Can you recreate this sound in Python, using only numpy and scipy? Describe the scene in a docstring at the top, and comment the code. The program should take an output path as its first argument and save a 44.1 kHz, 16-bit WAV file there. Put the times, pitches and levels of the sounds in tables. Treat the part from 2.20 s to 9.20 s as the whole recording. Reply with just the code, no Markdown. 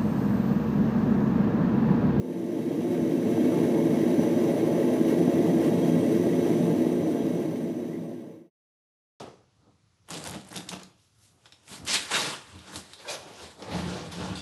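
"""Cluttered workshop: a propane burner roars into an open, glowing forge.
Flame: noise bursts ring chamber and burner-tube resonances; echo nulls hollow out some pitches.
Gas jet: fluttering noise hisses through tube resonances; wavering sines whistle thinly.
Brief whistle flares, breathy chirps and low booms come on top.
The whole sound fades in from a quarter of full gain, holds and fades to silence."""
import sys
import numpy as np
from scipy import signal
from scipy.fft import rfft, irfft, next_fast_len
from scipy.io import wavfile
from scipy.ndimage import uniform_filter1d, map_coordinates

SR = 44100
rng = np.random.default_rng(int(sys.argv[2]) if len(sys.argv) > 2 else 0)


def unload_audio(sound):
    """Save the sound as a 16-bit wav file, at the path given as the first command line argument."""
    columns = np.transpose(np.atleast_2d(sound))
    # keep every value between -1 and 1, then stretch to whole-number steps
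    steps = np.round(np.clip(columns, -1, 1) * 32767)
    wavfile.write(sys.argv[1], SR, steps.astype(np.int16))


N = 308680
TIME = np.arange(N) / SR  # s
FREQ = np.maximum(np.arange(N // 2 + 1) * SR / N, 1)  # Hz


def undb(db):
    """Decibels to gain."""
    return 10 ** (np.asarray(db) / 20)


def unit(x):
    """Scale to standard deviation 1."""
    return x / np.std(x)


def slope(points):
    """Broad spectrum in dB, straight on a log-frequency axis."""
    hz, db = np.transpose(points)
    return np.interp(np.log(FREQ), np.log(hz), db)


def bells(table):
    """Resonant lifts or dips in dB; each is half its dB at the edges of its width."""
    return sum(db / (1 + ((FREQ - hz) / (width_hz / 2)) ** 2) for hz, width_hz, db in table)


def ring(x, response_db):
    """Minimum-phase filter: resonances ring after each push; rms 1."""
    cepstrum = irfft(response_db * np.log(10) / 20, N)
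    # fold onto positive time to make the filter causal
    cepstrum[1:N // 2] *= 2
    cepstrum[N // 2 + 1:] = 0
    response = np.exp(rfft(cepstrum))
    return unit(irfft(rfft(x) * response, N))


def band(hz, half_width_hz):
    """Noise around one frequency, 6 dB down at the half width; rms 1."""
    size = next_fast_len(N, real=True)
    freq = np.arange(size // 2 + 1) * SR / size
    gain = 1 / (1 + ((freq - hz) / half_width_hz) ** 2)
    noise = rfft(rng.standard_normal(size))
    return unit(irfft(noise * gain, size)[:N])


def walk(rate_hz):
    """Smooth random wandering up to about rate_hz; spread 1."""
    return band(0, rate_hz)


def ramp(start_s, end_s):
    """Straight rise from 0 to 1 between two times."""
    return np.clip((TIME - start_s) / (end_s - start_s), 0, 1)


def swell(centre_s, half_s):
    """Gaussian rise and fall; top 1, half_s is its standard deviation."""
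    return np.exp(-.5 * ((TIME - centre_s) / half_s) ** 2)


def curve(points):
    """Control that runs straight between (time_s, value) points."""
    return np.interp(TIME, *np.transpose(points))


def tone(hz, waver_hz, waver_rate_hz):
    """Self-sustained oscillation whose pitch wavers; rms 1."""
    pitch_hz = hz + waver_hz * walk(waver_rate_hz)
    return np.sqrt(2) * np.sin(2 * np.pi * np.cumsum(pitch_hz) / SR)


EVENING, EVENING_S = .45, .06  # share of each swell (in dB) taken back; averaging time


def steady(x):
    """The steady gas supply evens out slow swells and lulls; rms 1."""
    power = uniform_filter1d(x ** 2, int(EVENING_S * SR))
    return unit(x / power ** (EVENING / 2))


# broad colour of combustion noise: pitch_hz, level_db
FLAME_COLOUR = [(30, -58), (60, -57), (78, -34), (100, -19), (150, -8), (230, -4.5), (340, -6), (460, -8.5),
                (660, -18), (780, -27), (1050, -36.5), (1350, -54), (3000, -68.5)]
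# resonances of chamber, burner tube and bench: pitch_hz, width_hz, lift_db
CHAMBER_MODES = [(104, 18, 4), (173.2, 28, 5.5), (247.8, 23, 6), (326.4, 20.6, 9), (355.6, 17.2, 7.5),
                 (443, 18, 2.5), (542, 15, 6), (619, 56, 5.5), (671.7, 30, 6), (736, 24, 5),
                 (860.6, 24, 8.5), (1043, 21, 9), (1120, 30, 9.5)]
# floor and wall echoes cancel the direct sound: pitch_hz, width_hz, dip_db
ECHO_NULLS = [(135, 12.6, -7.5), (192.3, 8.5, -19), (380.1, 19.4, -13), (510.6, 29.7, -12.5),
              (591, 7.9, -5), (639.4, 23.2, -14), (729, 25.7, -12)]
# flame surges with a short thud: centre_s, lift_db
FLAME_SURGES = [(.095, 4), (.39, 3), (.82, 4), (1.18, 4), (1.281, 3.5), (1.991, 3), (2.35, 1.5),
                (2.93, 3.5), (3.08, 4.5), (4.07, 5), (4.19, 3), (4.315, 2), (4.665, 2.5), (4.865, 0),
                (5.89, 2)]
# roar below 400 Hz: time_s, gain_db
BODY_GAIN = [(0, 1.4), (1.3, 1.1), (1.9, .3), (2.6, -0.5), (3.1, 0.95), (4.3, 0), (5.3, 1)]
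# roar above 400 Hz: time_s, gain_db
UPPER_GAIN = [(0, 1.2), (.3, -0.3), (.7, 1), (1, -0.5), (1.3, 1), (1.9, 2.5), (3.5, 2.5), (4.2, 0.4),
              (4.6, 3), (5.1, 3), (5.4, 0.5), (5.65, 1.8)]
ROAR_DB, SPLIT_HZ, SURGE_HALF_S = -23, 400, 0.0064
SETTLE_FROM_S, SETTLED_S = 1.24, 1.9
EARLY_SHARP, DRIFT, DRIFT_RATE_HZ = .015, .005, 2.5  # first two: shares of resonance pitch


def flame(eddies):
    """Dense bursts of heat release push drifting chamber resonances, now and then surging."""
    bursts = rng.standard_normal(N) * undb(0.79 * walk(91) + 0.2 * eddies)
    roar = ring(bursts, slope(FLAME_COLOUR) + bells(CHAMBER_MODES) + bells(ECHO_NULLS))

    # variable-speed reading: resonances start sharp, settle and keep drifting
    early = EARLY_SHARP * (1 - ramp(SETTLE_FROM_S, SETTLED_S))
    speed = 1 + early + DRIFT * walk(DRIFT_RATE_HZ)
    roar = map_coordinates(roar, [np.cumsum(speed)], mode="wrap")

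    surge_db = sum(db * swell(s, SURGE_HALF_S) for s, db in FLAME_SURGES)
    roar = steady(roar * undb(surge_db))

    # small eddies carry the upper part
    highpass = signal.butter(4, SPLIT_HZ, "high", fs=SR, output="sos")
    upper = signal.sosfiltfilt(highpass, roar)
    body = roar - upper
    return (body * undb(curve(BODY_GAIN)) + upper * undb(curve(UPPER_GAIN))) * undb(ROAR_DB)


def workshop(x, t60_s, wet_db):
    """Direct sound plus a short scatter of echoes from shelves and walls; rms 1."""
    echoes = rng.standard_normal(N) * undb(-60 * TIME / t60_s) * (TIME > .003)
    echoes = echoes / np.sqrt(np.sum(echoes ** 2))
    return unit(x + undb(wet_db) * signal.fftconvolve(x, echoes)[:N])


# colour of the gas jet: pitch_hz, level_db
JET_COLOUR = [(500, -11), (1000, 1), (1400, -5), (1900, -2.5), (2250, -3), (2500, -6.5), (2900, -4.5),
              (3700, -9), (4600, -12.5), (5800, -10), (8700, -16.5), (10300, -11.5), (13500, -16),
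              (15300, -17)]
# mixing-tube resonances: pitch_hz, width_hz, lift_db
TUBE_MODES = [(1589, 75, 6), (1715, 60, 4), (1930, 110, 5.5), (2180, 74, 5.5), (2390, 45, 3),
              (2694, 70, 4.5), (3230, 52, 5.5), (3844, 160, 7), (4450, 56, 6.5)]
# jet spurts briefly: centre_s, lift_db
JET_SPURTS = [(.74, 1.2), (2.03, 1.5), (2.9, 2.6), (3.45, 2), (3.68, 1.7), (3.95, 1.5), (4.28, 1.5)]
# rush in the tube's lowest resonances: time_s, gain_db
RUSH_GAIN = [(0, -0.5), (1.1, 0.7), (1.8, 1.2), (2.9, 0.9), (3.7, -1), (4.4, -0.1), (6, 0)]
JET_DB, SPURT_HALF_S, RUSH_LOW_HZ, RUSH_HIGH_HZ = -45.5, 0.023, 1500, 2350


def jet(eddies):
    """Gas and entrained air rush down the mixing tube, fluttering and spurting with the flow."""
    spurt_db = sum(db * swell(s, SPURT_HALF_S) for s, db in JET_SPURTS)
    flutter_db = 0.5 * eddies + 0.935 * walk(90)
    flow_noise = rng.standard_normal(N) * undb(flutter_db + spurt_db)
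    hiss = ring(flow_noise, slope(JET_COLOUR) + bells(TUBE_MODES))

    bandpass = signal.butter(3, (RUSH_LOW_HZ, RUSH_HIGH_HZ), "band", fs=SR, output="sos")
    rush = signal.sosfiltfilt(bandpass, hiss)
    shaped = hiss - rush + rush * undb(curve(RUSH_GAIN))
    return workshop(shaped, t60_s=0.17, wet_db=-9.5) * undb(JET_DB)


def pulsing(slow_db, quick_db):
    """Whistle level change in dB: comes and goes about four times a second, flickers on top."""
    return slow_db * band(4.6, 2.1) + quick_db * walk(32)


# orifice and mixing-tube whistles: pitch_hz, waver_hz, waver_rate_hz, flicker_db
WHISTLE_TONES = [(6000, 25, 38, 2.2), (9440, 44, 110, 3.5), (8560, 55, 130, 4), (3255, 20, 49, 3),
                 (1938, 45, 70, 4.5)]
# one list per whistle, same order: time_s, level_db
WHISTLE_LEVEL_CURVES = [
    [(0, -62.5), (1.6, -61), (2.05, -57.5), (2.3, -61), (4.4, -59), (6, -60)],
    [(1.2, -70.5), (1.4, -66), (2.2, -69.5), (2.9, -62), (3.4, -71.5)],
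    [(3.35, -73.5), (3.5, -70), (3.85, -63), (4.1, -66), (6.1, -70)],
    [(3.1, -75.5), (3.25, -65.5), (3.75, -60), (4.1, -70), (4.8, -70.5), (5, -58), (5.3, -82)],
    [(1.3, -75), (3, -60.5), (4, -58.5), (4.6, -64)],
]


def whistles():
    """Thin tones of orifice and mixing tube waver in pitch, pulse and flicker."""
    out = 0
    for (hz, waver_hz, waver_rate_hz, flicker_db), levels in zip(WHISTLE_TONES, WHISTLE_LEVEL_CURVES):
        level_db = curve(levels) + pulsing(slow_db=1.0, quick_db=flicker_db)
        out = out + tone(hz, waver_hz, waver_rate_hz) * undb(level_db)
    return out


# momentary whistles: centre_s, pitch_hz, level_db
WHISTLE_FLARES = [(.95, 8540, -65), (2.03, 6000, -58), (2.03, 9380, -59), (2.34, 9340, -59.5),
                  (3.46, 8600, -63), (4.72, 8560, -62), (5.42, 8540, -60), (5.86, 8540, -62),
                  (6.04, 8560, -64)]
FLARE_HALF_S, FLARE_WAVER_HZ, FLARE_WAVER_RATE_HZ = 0.034, 36, 130


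def flares():
    """An orifice whistle catches, sputters and lets go."""
    out = 0
    for s, hz, db in WHISTLE_FLARES:
        whistle = tone(hz, FLARE_WAVER_HZ, FLARE_WAVER_RATE_HZ)
        out = out + whistle * undb(db + 1.9 * walk(40)) * swell(s, FLARE_HALF_S)
    return out


# breathy chirps, half buried: centre_s, half_s, pitch_hz, width_hz, glide_hz_per_s, level_db
BREATHY_CHIRPS = [(1.329, 0.018, 1120, 170.7, 3506.5, -50), (1.331, .011, 1300, 128.7, 2003, -47.5),
                  (1.583, .018, 866, 150, 0, -44), (1.83, .02, 1840, 500, 0, -50.5),
                  (5.745, .015, 1940, 220, -1, -45.5)]


def chirps():
    """Short smears of narrow-band noise, some sliding upward."""
    out = 0
    for s, half_s, hz, width_hz, glide_hz_per_s, db in BREATHY_CHIRPS:
        pitch_hz = hz + glide_hz_per_s * np.clip(TIME - s, -2 * half_s, 2 * half_s)
        carrier = np.exp(2j * np.pi * np.cumsum(pitch_hz) / SR)
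        # analytic noise: the band extends upward from pitch_hz
        smear = (signal.hilbert(walk(width_hz / 2)) * carrier).real
        out = out + smear * undb(db) * swell(s, half_s)
    return out


# momentary low booms: centre_s, half_s, level_db
CHAMBER_BOOMS = [(3.024, 0.022, -27.5), (3.304, 0.019, -25), (3.746, 0.032, -24), (4.48, 0.047, -26.5),
                 (5.13, 0.05, -29), (5.82, 0.029, -27)]
BOOM_HZ, BOOM_WAVER_HZ, BOOM_WAVER_RATE_HZ = 169.5, 2.55, 34.6


def booms():
    """The flame locks onto the chamber's low resonance and sinks back."""
    out = 0
    for s, half_s, db in CHAMBER_BOOMS:
        out = out + tone(BOOM_HZ, BOOM_WAVER_HZ, BOOM_WAVER_RATE_HZ) * undb(db) * swell(s, half_s)
    return out


def scene():
    """Flame and jet share the same large eddies of the gas flow."""
    eddies = walk(5.7)
    burner = flame(eddies) + jet(eddies)
    return (burner + whistles() + flares() + chirps() + booms())[None]


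START_GAIN, FULL_S, FADE_OUT_S, SILENT_S = 0.25, 1.37, 4.32, 6.301
TOP_HZ = 15280


def record(dry):
    """Straight fades in and out, then a steep low-pass."""
    fade_in = START_GAIN + (1 - START_GAIN) * ramp(0, FULL_S)
    fade_out = 1 - ramp(FADE_OUT_S, SILENT_S)
    lowpass = signal.ellip(12, .1, 80, TOP_HZ, fs=SR, output="sos")
    return signal.sosfilt(lowpass, dry * (fade_in * fade_out))


dry = scene()
out = record(dry)
unload_audio(out)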